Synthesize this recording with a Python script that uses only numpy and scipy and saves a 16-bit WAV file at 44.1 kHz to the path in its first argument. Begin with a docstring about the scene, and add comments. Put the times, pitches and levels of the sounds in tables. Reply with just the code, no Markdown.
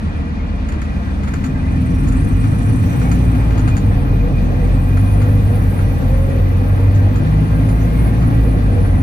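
"""A low diesel throb, body rumble and block clatter fill a bus cabin as it pulls away and changes up.
Firing and shaft orders are drifting sines; rumble, tyre roar, clatter and air hiss are shaped noise,
the high hiss puffing with the crankshaft. A fan motor whines and narrow squeaks flare from the start;
trim rattles (noise bursts and struck modes), floor notes, a belt squeal and a creak join in,
then axle and gearbox whine as wavering sines."""
import sys
import numpy as np
from scipy import signal
from scipy.fft import rfft, irfft
from scipy.io import wavfile
from scipy.ndimage import uniform_filter1d

SR = 44100
rng = np.random.default_rng(int(sys.argv[2]) if len(sys.argv) > 2 else 0)


def store_wav(level_fs):
    """Save 16-bit WAV to argv[1]."""
    pcm = np.round(np.clip(np.atleast_2d(level_fs), -1, 1) * 32767)
    wavfile.write(sys.argv[1], SR, pcm.T.astype(np.int16))


N = 397782


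def from_db(db):
    """Decibels to gain."""
    return 10 ** (np.asarray(db) / 20)


def rms_one(x):
    """Scale to unit rms."""
    return x / np.sqrt(np.mean(x ** 2) + 1e-20)


def in_time(rows):
    """Columns of a table as curves, one value a sample; the time column is left out."""
    s, *columns = np.transpose(rows)
    return [np.interp(np.arange(N) / SR, s, c) for c in columns]


def during(rows, fade_s=0.063):
    """1 while a table lasts, fading to 0 beyond both ends."""
    t = np.arange(N) / SR
    inside_s = np.minimum(t - rows[0][0], rows[-1][0] - t)
    return np.clip(1 + inside_s / fade_s, 0, 1)


def at_hz(points, hz):
    """A spectrum read on a log-frequency axis."""
    table_hz, level = np.array(points).T
    return np.interp(np.log(hz), np.log(table_hz), level)


def drift(rate_hz):
    """Slow random wander of unit rms: noise through two equal low-pass poles."""
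    step = 40   # drawn at every 40th sample, then joined by lines
    r = np.exp(-2 * np.pi * rate_hz * step / SR)
    noise = rng.standard_normal(N // step + 2002)
    slow = signal.lfilter([1], [1, -2 * r, r * r], noise)[2000:]
    return np.interp(np.arange(N) / step, np.arange(len(slow)), rms_one(slow))


def resonate(x, modes):
    """Parallel resonances of (pitch_hz, width_hz, level_db), signs alternating."""
    out = 0
    for k, (hz, width_hz, level_db) in enumerate(modes):
        r = np.exp(-np.pi * width_hz / SR)
        top = (1 - r * r) / 2 * np.array([1, 0, -1])
        bottom = [1, -2 * r * np.cos(2 * np.pi * hz / SR), r * r]
        out = out + (-1) ** k * from_db(level_db) * signal.lfilter(top, bottom, x)
    return out


def cabin_modes(ripple_db, spacing_hz):
    """The many overlapping modes of the cabin: a fine, uneven ripple over frequency."""
    hz = np.fft.rfftfreq(N, 1 / SR)
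    heights = rng.standard_normal(3000)
    return from_db(ripple_db * np.interp(hz / spacing_hz, np.arange(len(heights)), heights))


def coloured(spectrum, likeness, patchy_db):
    """Stereo noise of a given spectrum and likeness, flickering band by band; rms 1."""
    hz = np.maximum(np.fft.rfftfreq(N, 1 / SR), 1)
    alike = np.clip(at_hz(likeness, hz), 0, 1)
    mid, side = rfft(rng.standard_normal((2, N))) * cabin_modes(ripple_db=1.3, spacing_hz=25)
    pair = np.sqrt(1 + alike) * mid + np.sqrt(1 - alike) * side * [[1], [-1]]
    pair = from_db(at_hz(spectrum, hz)) * pair
    edges = np.log(np.geomspace(spectrum[0][0], spectrum[-1][0], num=6))
    out = 0
    for k in range(len(edges)):
        # overlapping triangular bands, each with its own flicker
        share = np.interp(np.log(hz), edges, np.arange(len(edges)) == k, left=0, right=0)
        out = out + from_db(patchy_db * drift(13.1)) * irfft(pair * share, N)
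    return rms_one(out)


def orders(turns, multiples, levels_db, waver_db, waver_hz):
    """Sines at multiples of a rotation, each swelling on its own."""
    out = 0
    for k, level_db in zip(multiples, levels_db):
        sine = np.sin(2 * np.pi * (k * turns + rng.random()))
        out = out + np.sqrt(2) * from_db(level_db + waver_db * drift(waver_hz)) * sine
    return out


def whine(rows, waver_db, pitch_waver_hz, level_rate_hz):
    """A meshing, rotating or humming part: one sine whose pitch and level waver."""
    hz, level_db = in_time(rows)
    turns = np.cumsum(hz + pitch_waver_hz * drift(5.76)) / SR
    gain = from_db(level_db + 2.0 + waver_db * drift(level_rate_hz))
    return during(rows) * gain * np.sin(2 * np.pi * turns)


# Engine speed through the gear changes: time_s [s], firing_rate [firings per s]
ENGINE_SPEED = [(0, 37.5), (.6, 33.4), (1, 35.5), (1.5, 36), (1.85, 40.3), (2.08, 46.2), (2.25, 46.2),
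                (3, 57), (3.25, 58.8), (3.5, 54.8), (3.9, 46.6), (4.25, 44.4), (4.75, 45.8), (5.25, 51.1),
                (5.5, 50.1), (6, 45.6), (6.25, 44.3), (7, 49.4), (8, 55.1), (8.3, 56.6), (8.5, 53.3),
                (9.02, 42.5)]


def engine_speed():
    """Firings per second, changes of speed rounded off by the flywheel."""
    flywheel_s = .15
    return uniform_filter1d(in_time(ENGINE_SPEED)[0], size=round(flywheel_s * SR), mode="nearest")


# Auxiliary shaft spinning up behind a slipping coupling: time_s [s], shaft_rate [turns per s]
SHAFT_SPIN_UP = [(0, 9), (.75, 11.6), (1, 13), (1.25, 16.2), (2.5, 27.2), (3, 31), (3.5, 33.1)]
SHAFT_RATIO = .543   # shaft turns per firing once the coupling has caught up


def shaft_speed():
    """Turns per second: the shaft spins up, then locks to the engine."""
    return np.minimum(in_time(SHAFT_SPIN_UP)[0], SHAFT_RATIO * engine_speed())


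# How hard the body shakes: time_s [s], level_db [relative dB]
SHAKING_LEVEL = [(0, -18.5), (.4, -20.5), (1.6, -17.5), (2, -14), (3.1, -14), (4.5, -14.5), (5.3, -15),
                 (6.8, -16.5), (7.9, -14), (9.02, -13.5)]


def shaking_level():
    """The body's shaking in dB, shared by rumble, floor and engine orders."""
    return in_time(SHAKING_LEVEL)[0]


# Rumble spectrum: pitch_hz [Hz], level_db [relative dB per Hz]
RUMBLE_SPECTRUM = [(15, -8), (28, -12), (42, -12), (62, -11), (81, -9.5), (115, -10.5), (140, -11),
                   (185, -16), (225, -19), (270, -19), (324, -28), (400, -42), (840, -120)]
# How alike left and right hear the body: pitch_hz [Hz], likeness [0 to 1]
LEFT_RIGHT_LIKENESS = [(30, 0.78), (55, 0.95), (90, 0.92), (130, 0.8), (200, 0.72), (400, 0.48),
                       (900, 0.36), (1300, 0.5), (1700, 0.6), (2000, 0.5), (2450, 0.5), (3500, 0.35),
                       (6000, 0.25)]
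# Before the wheels roll, a gain at the first mode and a lack at the second:
# pitch_hz [Hz], width_hz [Hz], level_db [dB]
STANDSTILL_MODES = [(210, 83, 1), (120, 92, -4)]


def road_rumble():
    """Low shaped noise follows the shaking; its standstill colour fades as the bus gets rolling."""
    rolling_s = 2.3
    rumble = from_db(shaking_level() - 3.5) * coloured(RUMBLE_SPECTRUM, LEFT_RIGHT_LIKENESS, patchy_db=0.5)
    standstill = np.clip(1 - np.arange(N) / SR / rolling_s, 0, 1) ** .5
    return rumble + standstill * resonate(rumble, STANDSTILL_MODES)


# Modes of the droning floor: pitch_hz [Hz], width_hz [Hz], level_db [relative dB]
FLOOR_PANELS = [(259.6, 19.4, -2), (323.5, 7, -11)]


def floor_drone(shaking):
    """Shaking noise rings the floor panels, dB for dB with the body."""
    level_db = shaking_level() - 13.5 + 1.0 * drift(0.97)
    return from_db(level_db) * rms_one(resonate(shaking, FLOOR_PANELS))


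# Tyre roar level: time_s [s], level_db [relative dB]
ROAR_LEVEL = [(0, -38.5), (1.3, -36.5), (2.8, -35), (3.1, -32), (6.2, -31.5), (9.02, -30.5)]
# Tyre roar spectrum: pitch_hz [Hz], level_db [relative dB per Hz]
ROAR_SPECTRUM = [(180, -46), (300, -6), (399, -4), (497, -3), (561, -4), (690, -8.5), (762, -8.5),
                 (800, -6), (870, -19.5), (1170, -15.5), (1980, -120)]
# Wall modes stirred by the road: pitch_hz [Hz], width_hz [Hz], level_db [relative dB]
WALL_MODES = [(445, 24, -3), (488, 22, 0), (592, 20, -8), (716, 12, -3), (826, 12, -2), (940, 20, -12),
              (1590, 33, -9)]


def tyre_roar(shaking):
    """Mid-band noise plus ringing walls, growing over the ride."""
    roar = coloured(ROAR_SPECTRUM, LEFT_RIGHT_LIKENESS, patchy_db=2.0)
    walls = from_db(-5.5) * rms_one(resonate(shaking, WALL_MODES))
    return from_db(in_time(ROAR_LEVEL)[0]) * (roar + walls)


# Block clatter spectrum: pitch_hz [Hz], level_db [relative dB per Hz]
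CLATTER_SPECTRUM = [(470, -29), (800, -7), (884, -4.5), (1190, -2.5), (1420, -5.5), (1950, -6), (2150, -16),
                    (2450, -7), (2530, -15.5), (2600, -10.5), (2710, -17.5), (2820, -12), (3000, -15.5),
                    (3200, -16.5), (4450, -21.5), (7000, -32), (9100, -56.5), (15400, -120)]


def block_clatter(firings):
    """Noise from the block grows with engine speed and swells slightly at each firing."""
    growth = (engine_speed() / 36.1) ** 0.69   # 1 at 36.1 firings per s
    knock = from_db(0.26 * np.cos(2 * np.pi * firings))
    noise = coloured(CLATTER_SPECTRUM, LEFT_RIGHT_LIKENESS, patchy_db=1.0)
    return from_db(-37.5) * growth * knock * noise


# Strong low orders: time_s [s], firing_db [dB], second_order_db [dB], third_order_db [dB]
FIRING_LEVELS = [(0, -32, -24.5, -47), (.6, -53, -24, -34), (1, -48, -23, -40), (1.5, -35, -26.5, -33),
                 (1.8, -29, -18.5, -29), (2.2, -14.5, -29, -36), (2.7, -33, -15, -30),
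                 (3.1, -14.5, -23, -20), (3.75, -19, -16, -28), (4.1, -15.5, -21.5, -24),
                 (4.6, -14.5, -18, -34), (5.25, -17.5, -14, -23.5), (5.5, -20, -14.5, -29),
                 (6.1, -16, -18.5, -24), (7, -19.5, -12.5, -30), (7.3, -19, -15.5, -17),
                 (8.25, -14, -20.5, -28.5), (9.02, -18, -15, -27)]


def firing_tone(firings):
    """Exhaust and mount vibration at one, two and three times the firing rate."""
    return orders(firings, range(1, 4), in_time(FIRING_LEVELS), waver_db=1.2, waver_hz=3.0)


# Boom orders: multiple [of the firing rate], level_db [dB over the shaking, before the cabin]
BOOM_MULTIPLES = [(2.25, -5), (2.75, -17), (3.25, -17)]
# How the cabin booms: pitch_hz [Hz], gain_db [dB]
CABIN_BOOM = [(25, -20), (36, -10), (45, 5.5), (58, -8.5), (72, -0.5), (98, -4.5), (118, -10), (135, -2.5),
              (158, -6), (180, 1.5)]


def cabin_boom(firings):
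    """Quarter orders of the firing rate swell as they pass through the cabin's resonances."""
    rate, shaking_db = engine_speed(), shaking_level()
    multiples, order_db = np.transpose(BOOM_MULTIPLES)
    levels_db = [shaking_db + db + at_hz(CABIN_BOOM, k * rate) for k, db in zip(multiples, order_db)]
    return orders(firings, multiples, levels_db, waver_db=1.8, waver_hz=2.0)


# Unequal cylinders and higher orders: multiple [of the firing rate], level_db [relative dB]
UNEVEN_ORDERS = [(.5, -25), (1.25, -19), (1.5, -14), (1.75, 8), (2.5, 0), (3.75, -2.5), (4, 3), (4.25, 3)]


def uneven_cylinders(firings):
    """Part orders from unequal cylinders, coloured by the cabin as the rumble is."""
    rate = engine_speed()
    multiples, order_db = np.transpose(UNEVEN_ORDERS)
    levels_db = [db + at_hz(RUMBLE_SPECTRUM, k * rate) for k, db in zip(multiples, order_db)]
    uneven = orders(firings, multiples, levels_db, waver_db=2.5, waver_hz=2.0)
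    return from_db(shaking_level() - 9.5) * uneven


# Lowest shaft orders: time_s [s], second_order_db, third_order_db, fourth_order_db [dB],
# hiss_flutter_db [dB, scaled by each sound that uses it]
SHAFT_LEVELS = [(0, -55, -56, -47, -1), (.4, -50, -50, -27, -1), (.75, -45, -45, -22, 1),
                (1.15, -34, -33, -29, -2), (1.8, -25, -23, -38, 2), (2.3, -23, -27, -21, 2),
                (2.8, -29, -20.5, -27, 1.5), (3.4, -38, -23, -40, 1), (3.8, -33, -32, -19, -0.5),
                (4.3, -26, -33, -37, 0.5), (5.2, -32, -30, -26, 0), (5.75, -24, -27, -30, 0.5),
                (6.25, -29, -27, -37, 0.5), (6.75, -26, -25, -24, -1.5), (7.25, -23, -23, -32, 0.5),
                (7.75, -22, -32, -37, 0.5), (8.25, -38, -31, -41, -0.5), (9.02, -24, -26, -29, 0.5)]
# Higher shaft orders: multiple [of the shaft speed], level_db [dB over the shaking, before the floor]
HIGH_SHAFT_ORDERS = [(5, -15), (6, -15), (8, -14), (9, -13), (10, -17), (11, -17), (12, -10)]
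# What the floor lets through, best near its own note: pitch_hz [Hz], gain_db [dB]
FLOOR_PASS = [(120, -2), (175, -3), (200, -20), (225, -16), (240, -6), (256, 0), (270, 0), (285, -10),
              (300, -18)]


def shaft_hum(shaft):
    """Low shaft orders hum; higher ones come through the floor and sink while the coupling slips."""
    turn_rate, shaking_db = shaft_speed(), shaking_level()
    low = orders(shaft, range(2, 5), in_time(SHAFT_LEVELS), waver_db=1.5, waver_hz=2.6)
    slip_db = 40 * (1 - turn_rate / (SHAFT_RATIO * engine_speed()))   # 40 dB down at full slip
    multiples, order_db = np.transpose(HIGH_SHAFT_ORDERS)
    levels_db = [shaking_db - slip_db + db + at_hz(FLOOR_PASS, k * turn_rate)
                 for k, db in zip(multiples, order_db)]
    return low + orders(shaft, multiples, levels_db, waver_db=2.5, waver_hz=1.0)


def shaft_flutter(shaft):
    """Once-per-turn level flutter in dB, shared by the hiss and the belt."""
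    return in_time(SHAFT_LEVELS)[3] * np.cos(2 * np.pi * (shaft - .06))


# Air leak: time_s [s], low_hiss_db [relative dB], high_hiss_db [relative dB], high_puff_depth_db [dB]
AIR_LEVELS = [(0, -57, -70, -4), (.3, -65.5, -87, -4), (1.1, -57, -66, -2), (1.6, -58.5, -66, -2),
              (1.9, -51, -58, -1), (2.6, -48.5, -54, 0), (3.05, -47, -50, -1), (3.3, -50, -52, 1),
              (4.05, -58, -56, 3), (4.65, -53.5, -54, 1), (5, -54, -50, 2), (5.75, -53.5, -48, 0.3),
              (6, -54, -50, 3), (6.7, -57, -52, -1), (7.4, -57, -55, 0), (7.75, -52.5, -48, 1),
              (8.5, -57, -52, 0), (9.02, -56, -56, 3)]
# Low hiss spectrum: pitch_hz [Hz], level_db [relative dB per Hz]
LOW_HISS_SPECTRUM = [(5500, 3.5), (7000, -2), (8500, 3), (10000, -1), (11500, -6), (12500, -38.5)]
# High hiss spectrum: pitch_hz [Hz], level_db [relative dB per Hz]
HIGH_HISS_SPECTRUM = [(11000, -59), (12300, 22), (13500, 8), (14800, 16.5), (16000, -5)]


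def air_leak(firings, shaft):
    """Two bands of hiss flutter with the shaft; the high one puffs once per four-firing engine cycle."""
    low_db, high_db, puff_depth_db = in_time(AIR_LEVELS)
    puff_db = puff_depth_db * np.cos(2 * np.pi * (firings / 4 + .08))
    flutter_db = shaft_flutter(shaft)
    # pitch in Hz, left-right likeness
    alike = [(6000, .4), (9000, .75), (10300, .72), (11700, .9), (13000, .82), (15000, .75)]
    low = from_db(low_db + flutter_db) * coloured(LOW_HISS_SPECTRUM, alike, patchy_db=3.0)
    high_db = high_db - 1 + .6 * flutter_db + puff_db
    return low + from_db(high_db) * coloured(HIGH_HISS_SPECTRUM, alike, patchy_db=3.0)


# Fan motor: time_s [s], pitch_hz [Hz], level_db [relative dB]
FAN_WHINE = [(0, 2440, -51), (3, 2443, -50), (3.7, 2443, -48.5), (4.5, 2446, -47.5), (4.95, 2455, -47),
             (5.3, 2465, -53), (7, 2472, -55), (9.02, 2465, -56)]


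def fan_motor():
    """A rotating motor's steady whine with quick waver."""
    return whine(FAN_WHINE, waver_db=3.5, pitch_waver_hz=6.0, level_rate_hz=21.0)


# Narrow notes of seats and trim: pitch_hz [Hz], width_hz [Hz], level_db [relative dB]
SQUEAK_NOTES = [(691, 21, -51), (1117, 39, -56.5), (1600, 40, -55), (1785, 34, -54), (1930, 29, -55.5),
                (2027, 35, -56), (2160, 34, -59)]


def squeaks():
    """Noise stirs each narrow note of seats and trim, which flares on its own."""
    stir = rng.standard_normal((2, N)) + rng.standard_normal(N)   # partly shared by left and right
    out = 0
    for hz, width_hz, level_db in SQUEAK_NOTES:
        flare = from_db(level_db + 4.5 * drift(5))
        out = out + flare * rms_one(resonate(stir, [(hz, width_hz, 0)]))
    return out


# Loose trim jolts: start_s [s], level_db [relative dB], knock_db [dB over that level]
TRIM_JOLTS = [(0.6848, -34, 0.5), (0.719, -36, 6), (0.815, -34, 4.5), (1.233, -35, 5), (1.274, -35.5, 7),
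              (1.336, -29, 1.5), (1.439, -25.5, 1), (2.0707, -32, -1), (2.12, -33, 0), (2.439, -35.5, 9),
              (3.015, -32.5, 6), (3.1138, -24.5, -1), (3.3494, -37, 8), (3.506, -37, 9), (3.577, -27, 1),
              (3.676, -27.5, 3), (3.766, -24.5, -3), (4.969, -36, 7.5), (5.2136, -33.5, 5),
              (5.7894, -39, 12), (6.947, -32, -9), (7.157, -31, 1), (7.6874, -35, 5), (8.2187, -38, 6)]
# Knock of the panel: pitch_hz [Hz], width_hz [Hz], level_db [relative dB]
PANEL_KNOCK = [(885, 240, 3.5), (1320, 200, 14.5), (1780, 310, 10), (2540, 1030, 1)]
# The panel rings on after the blow: pitch_hz [Hz], width_hz [Hz], level_db [relative dB]
PANEL_RING = [(930, 70, -5), (1300, 60, 0), (1550, 40, 6), (2080, 80, 1), (2480, 110, -2)]
# Tinkle of its clip: pitch_hz [Hz], width_hz [Hz], level_db [relative dB]
CLIP_TINKLE = [(4230, 400, -4), (6800, 420, 7), (9430, 1800, -10), (13800, 1600, -13)]


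def rattles():
    """Each jolt strikes the panel and sets off fast-dying chatter: panel knocks and clip tinkles."""
    attack_s, t60_s, blow_s, blow_db = 0.0017, 0.16, .0004, 16
    bright, dull, blows = np.zeros((3, N))
    blow = np.hanning(round(blow_s * SR))
    for s, level_db, knock_db in TRIM_JOLTS:
        i = round(s * SR)
        t = np.arange(min(N - i, SR // 4)) / SR
        dying = from_db(level_db - 60 * t / t60_s) * np.minimum(t / attack_s, 1)
        bright[i:i + len(t)] += dying
        dull[i:i + len(t)] += dying * from_db(knock_db)
        blows[i:i + len(blow)] += from_db(level_db + knock_db + blow_db) * blow
    chatter = rng.standard_normal((2, N)) * .5 + rng.standard_normal(N) * 0.42
    chatter = chatter * from_db(2 * drift(120))   # uneven contact
    ringing = resonate(blows + 1e-18, PANEL_RING)   # the tiny offset keeps the filters from stalling
    knocks = resonate(chatter * dull * 1.43, PANEL_KNOCK) + ringing
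    tinkles = resonate(chatter * bright * 1.1, CLIP_TINKLE)
    return knocks, tinkles


# The floor's one clear note: time_s [s], pitch_hz [Hz], level_db [relative dB]
CLEAR_FLOOR_NOTE = [(1.4, 258, -32), (1.65, 259, -28), (2.15, 261, -24), (2.3, 262, -43), (2.9, 252, -39),
                    (3.1, 253.5, -29), (3.4, 252.8, -27.5), (3.55, 254, -40)]


def floor_note():
    """The floor holds one clear low note, a nearly steady sine."""
    return whine(CLEAR_FLOOR_NOTE, waver_db=1.5, pitch_waver_hz=1.5, level_rate_hz=4.0)


# Belt squeal: time_s [s], level_db [relative dB]
SQUEAL_LEVEL = [(1.6, -68), (1.9, -57.5), (2.8, -49), (3.2, -54.5), (4.6, -62.5), (4.95, -50), (5.7, -48.5),
                (6.9, -58), (7.6, -52.5), (9.02, -51)]
# Belt modes: pitch_hz [Hz], width_hz [Hz], level_db [relative dB]
BELT_MODES = [(9440, 150, -12), (9860, 50, -8), (10300, 60, 0), (10350, 400, -11), (10600, 70, -6)]


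def belt_squeal(firings, shaft):
    """Noise in narrow belt modes flutters with the shaft, and after spin-up throbs each engine cycle."""
    squeal = rms_one(resonate(rng.standard_normal(N), BELT_MODES))
    throb_db = 1.9 * np.cos(2 * np.pi * (firings / 4 - .36)) * (1 - during(SHAFT_SPIN_UP))
    throb_db = throb_db + 2.93 * shaft_flutter(shaft) + 2.3 * drift(5.8)
    return squeal * during(SQUEAL_LEVEL) * from_db(in_time(SQUEAL_LEVEL)[0] + throb_db)


# A panel creaks: time_s [s], level_db [relative dB]
CREAK_LEVEL = [(2.97, -58), (3.01, -40), (3.07, -29.5), (3.13, -48), (3.17, -55)]
# Modes of that panel: pitch_hz [Hz], width_hz [Hz], level_db [relative dB]
CREAK_PANEL = [(566, 70, -5), (818, 60, 1), (1180, 60, -3), (1510, 150, -6), (1780, 60, -5), (2250, 30, -1)]


def creak():
    """Rubbing noise in a few narrow panel modes."""
    rubbing = rms_one(resonate(rng.standard_normal(N), CREAK_PANEL))
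    return from_db(in_time(CREAK_LEVEL)[0]) * during(CREAK_LEVEL) * rubbing


# A wavering hum in the floor: time_s [s], pitch_hz [Hz], level_db [relative dB]
WAVERING_HUM = [(3.6, 490, -48), (4.3, 488, -40), (4.7, 500.7, -38.5), (5.15, 502.6, -43.5),
                (5.3, 489, -29), (5.5, 470.6, -35.5), (5.7, 500.5, -44), (6.2, 484, -40.5),
                (7.3, 515.6, -41), (7.5, 502, -48), (8.6, 500, -48), (8.8, 492, -30.5), (9.02, 484, -41)]


def wavering_hum():
    """A floor hum as a sine whose pitch wanders and level surges."""
    return whine(WAVERING_HUM, waver_db=4.5, pitch_waver_hz=6.14, level_rate_hz=11.0)


# Axle gear whine: time_s [s], level_db [relative dB]
AXLE_WHINE = [(5.75, -50), (6.02, -38), (6.14, -27), (6.3, -30), (6.45, -37), (6.8, -39), (7.05, -38),
              (7.25, -55), (8.1, -52), (8.5, -46), (9.02, -45)]


def axle_gears():
    """Meshing axle gears whine, climbing steadily with road speed."""
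    start_hz, rise_hz_per_s = 497, 71
    rows = [(s, start_hz + rise_hz_per_s * (s - AXLE_WHINE[0][0]), db) for s, db in AXLE_WHINE]
    return whine(rows, waver_db=2.5, pitch_waver_hz=5.0, level_rate_hz=10.0)


# Gearbox whine: time_s [s], pitch_hz [Hz], level_db [relative dB]
GEARBOX_WHINE = [(7, 1930, -56), (7.4, 2025, -52), (7.75, 2100, -52), (8.2, 2190, -49)]


def gearbox():
    """Meshing gears whine upward in pitch."""
    return whine(GEARBOX_WHINE, waver_db=4.0, pitch_waver_hz=2.4, level_rate_hz=11.0)


def ports(pair, lead, balance):
    """Two microphone ports apart: a phase lead and a level balance between left and right."""
    margin = 2048
    padded = np.pad(pair, ((0, 0), (margin, margin)), "reflect")   # the sound runs on past both ends
    hz = np.fft.rfftfreq(padded.shape[1], 1 / SR)
    phase = np.interp(hz, *np.transpose(lead))
    turn = from_db(at_hz(balance, hz + 1) / 2) * np.exp(.5j * phase)   # half to each side
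    return irfft(rfft(padded) * [turn, 1 / turn], padded.shape[1])[:, margin:margin + N]


# Left port's lead for sound from the body: pitch_hz [Hz], lead [radians]
BODY_PORT_LEAD = [(0, 0), (300, .15), (500, 1), (850, 1.6), (1200, 3.3), (1750, 3.6), (2200, 6.3),
                  (2900, 8.4), (4500, 12.6), (22050, 62)]
# Left over right for the body: pitch_hz [Hz], balance_db [dB]
BODY_PORT_BALANCE = [(60, -.2), (130, .3), (250, 2.5), (480, -1), (800, 2.2), (2000, .8), (5000, -1.5)]
# Left port's lead for the bright sounds: pitch_hz [Hz], lead [radians]
BRIGHT_PORT_LEAD = [(0, 0), (4820, 6.5), (7490, 2.9), (8440, .9), (9650, -.5), (10300, -1.9), (11100, -3),
                    (12300, -3.6), (13200, -5.8), (14500, -6.6), (15400, -8.6)]


def scene():
    """Low and middle sounds reach the ports with one lead and balance, the bright ones with another."""
    firings = np.cumsum(engine_speed()) / SR
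    shaft = np.cumsum(shaft_speed()) / SR
    # (Hz, relative dB): nearly flat noise that stirs floor and walls
    shaking = coloured([(150, 0.0075), (2000, 0.007)], LEFT_RIGHT_LIKENESS, patchy_db=3.0)
    body = road_rumble() + floor_drone(shaking) + tyre_roar(shaking) + block_clatter(firings)
    engine = firing_tone(firings) + cabin_boom(firings) + uneven_cylinders(firings) + shaft_hum(shaft)
    whines = fan_motor() + floor_note() + wavering_hum() + axle_gears() + gearbox()
    knocks, tinkles = rattles()
    low = body + engine + whines + squeaks() + knocks + creak()
    bright = air_leak(firings, shaft) + tinkles + belt_squeal(firings, shaft)
    bright = ports(bright, BRIGHT_PORT_LEAD, [(5000, -1.5), (8000, 0)])   # balance: Hz, dB
    return ports(low, BODY_PORT_LEAD, BODY_PORT_BALANCE) + bright


def record(dry):
    """The microphone drops the deepest rumble, peaks are rounded, the top is cut."""
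    rumble_cut_hz, top_cut_hz = 29.6, 15950
    thinned = signal.sosfilt(signal.butter(2, rumble_cut_hz, "high", fs=SR, output="sos"), dry)
    rounded = 1.521 * np.tanh(thinned / 1.518)
    return signal.sosfilt(signal.cheby2(20, 60, top_cut_hz, fs=SR, output="sos"), rounded)


dry = scene()
out = record(dry)
store_wav(out)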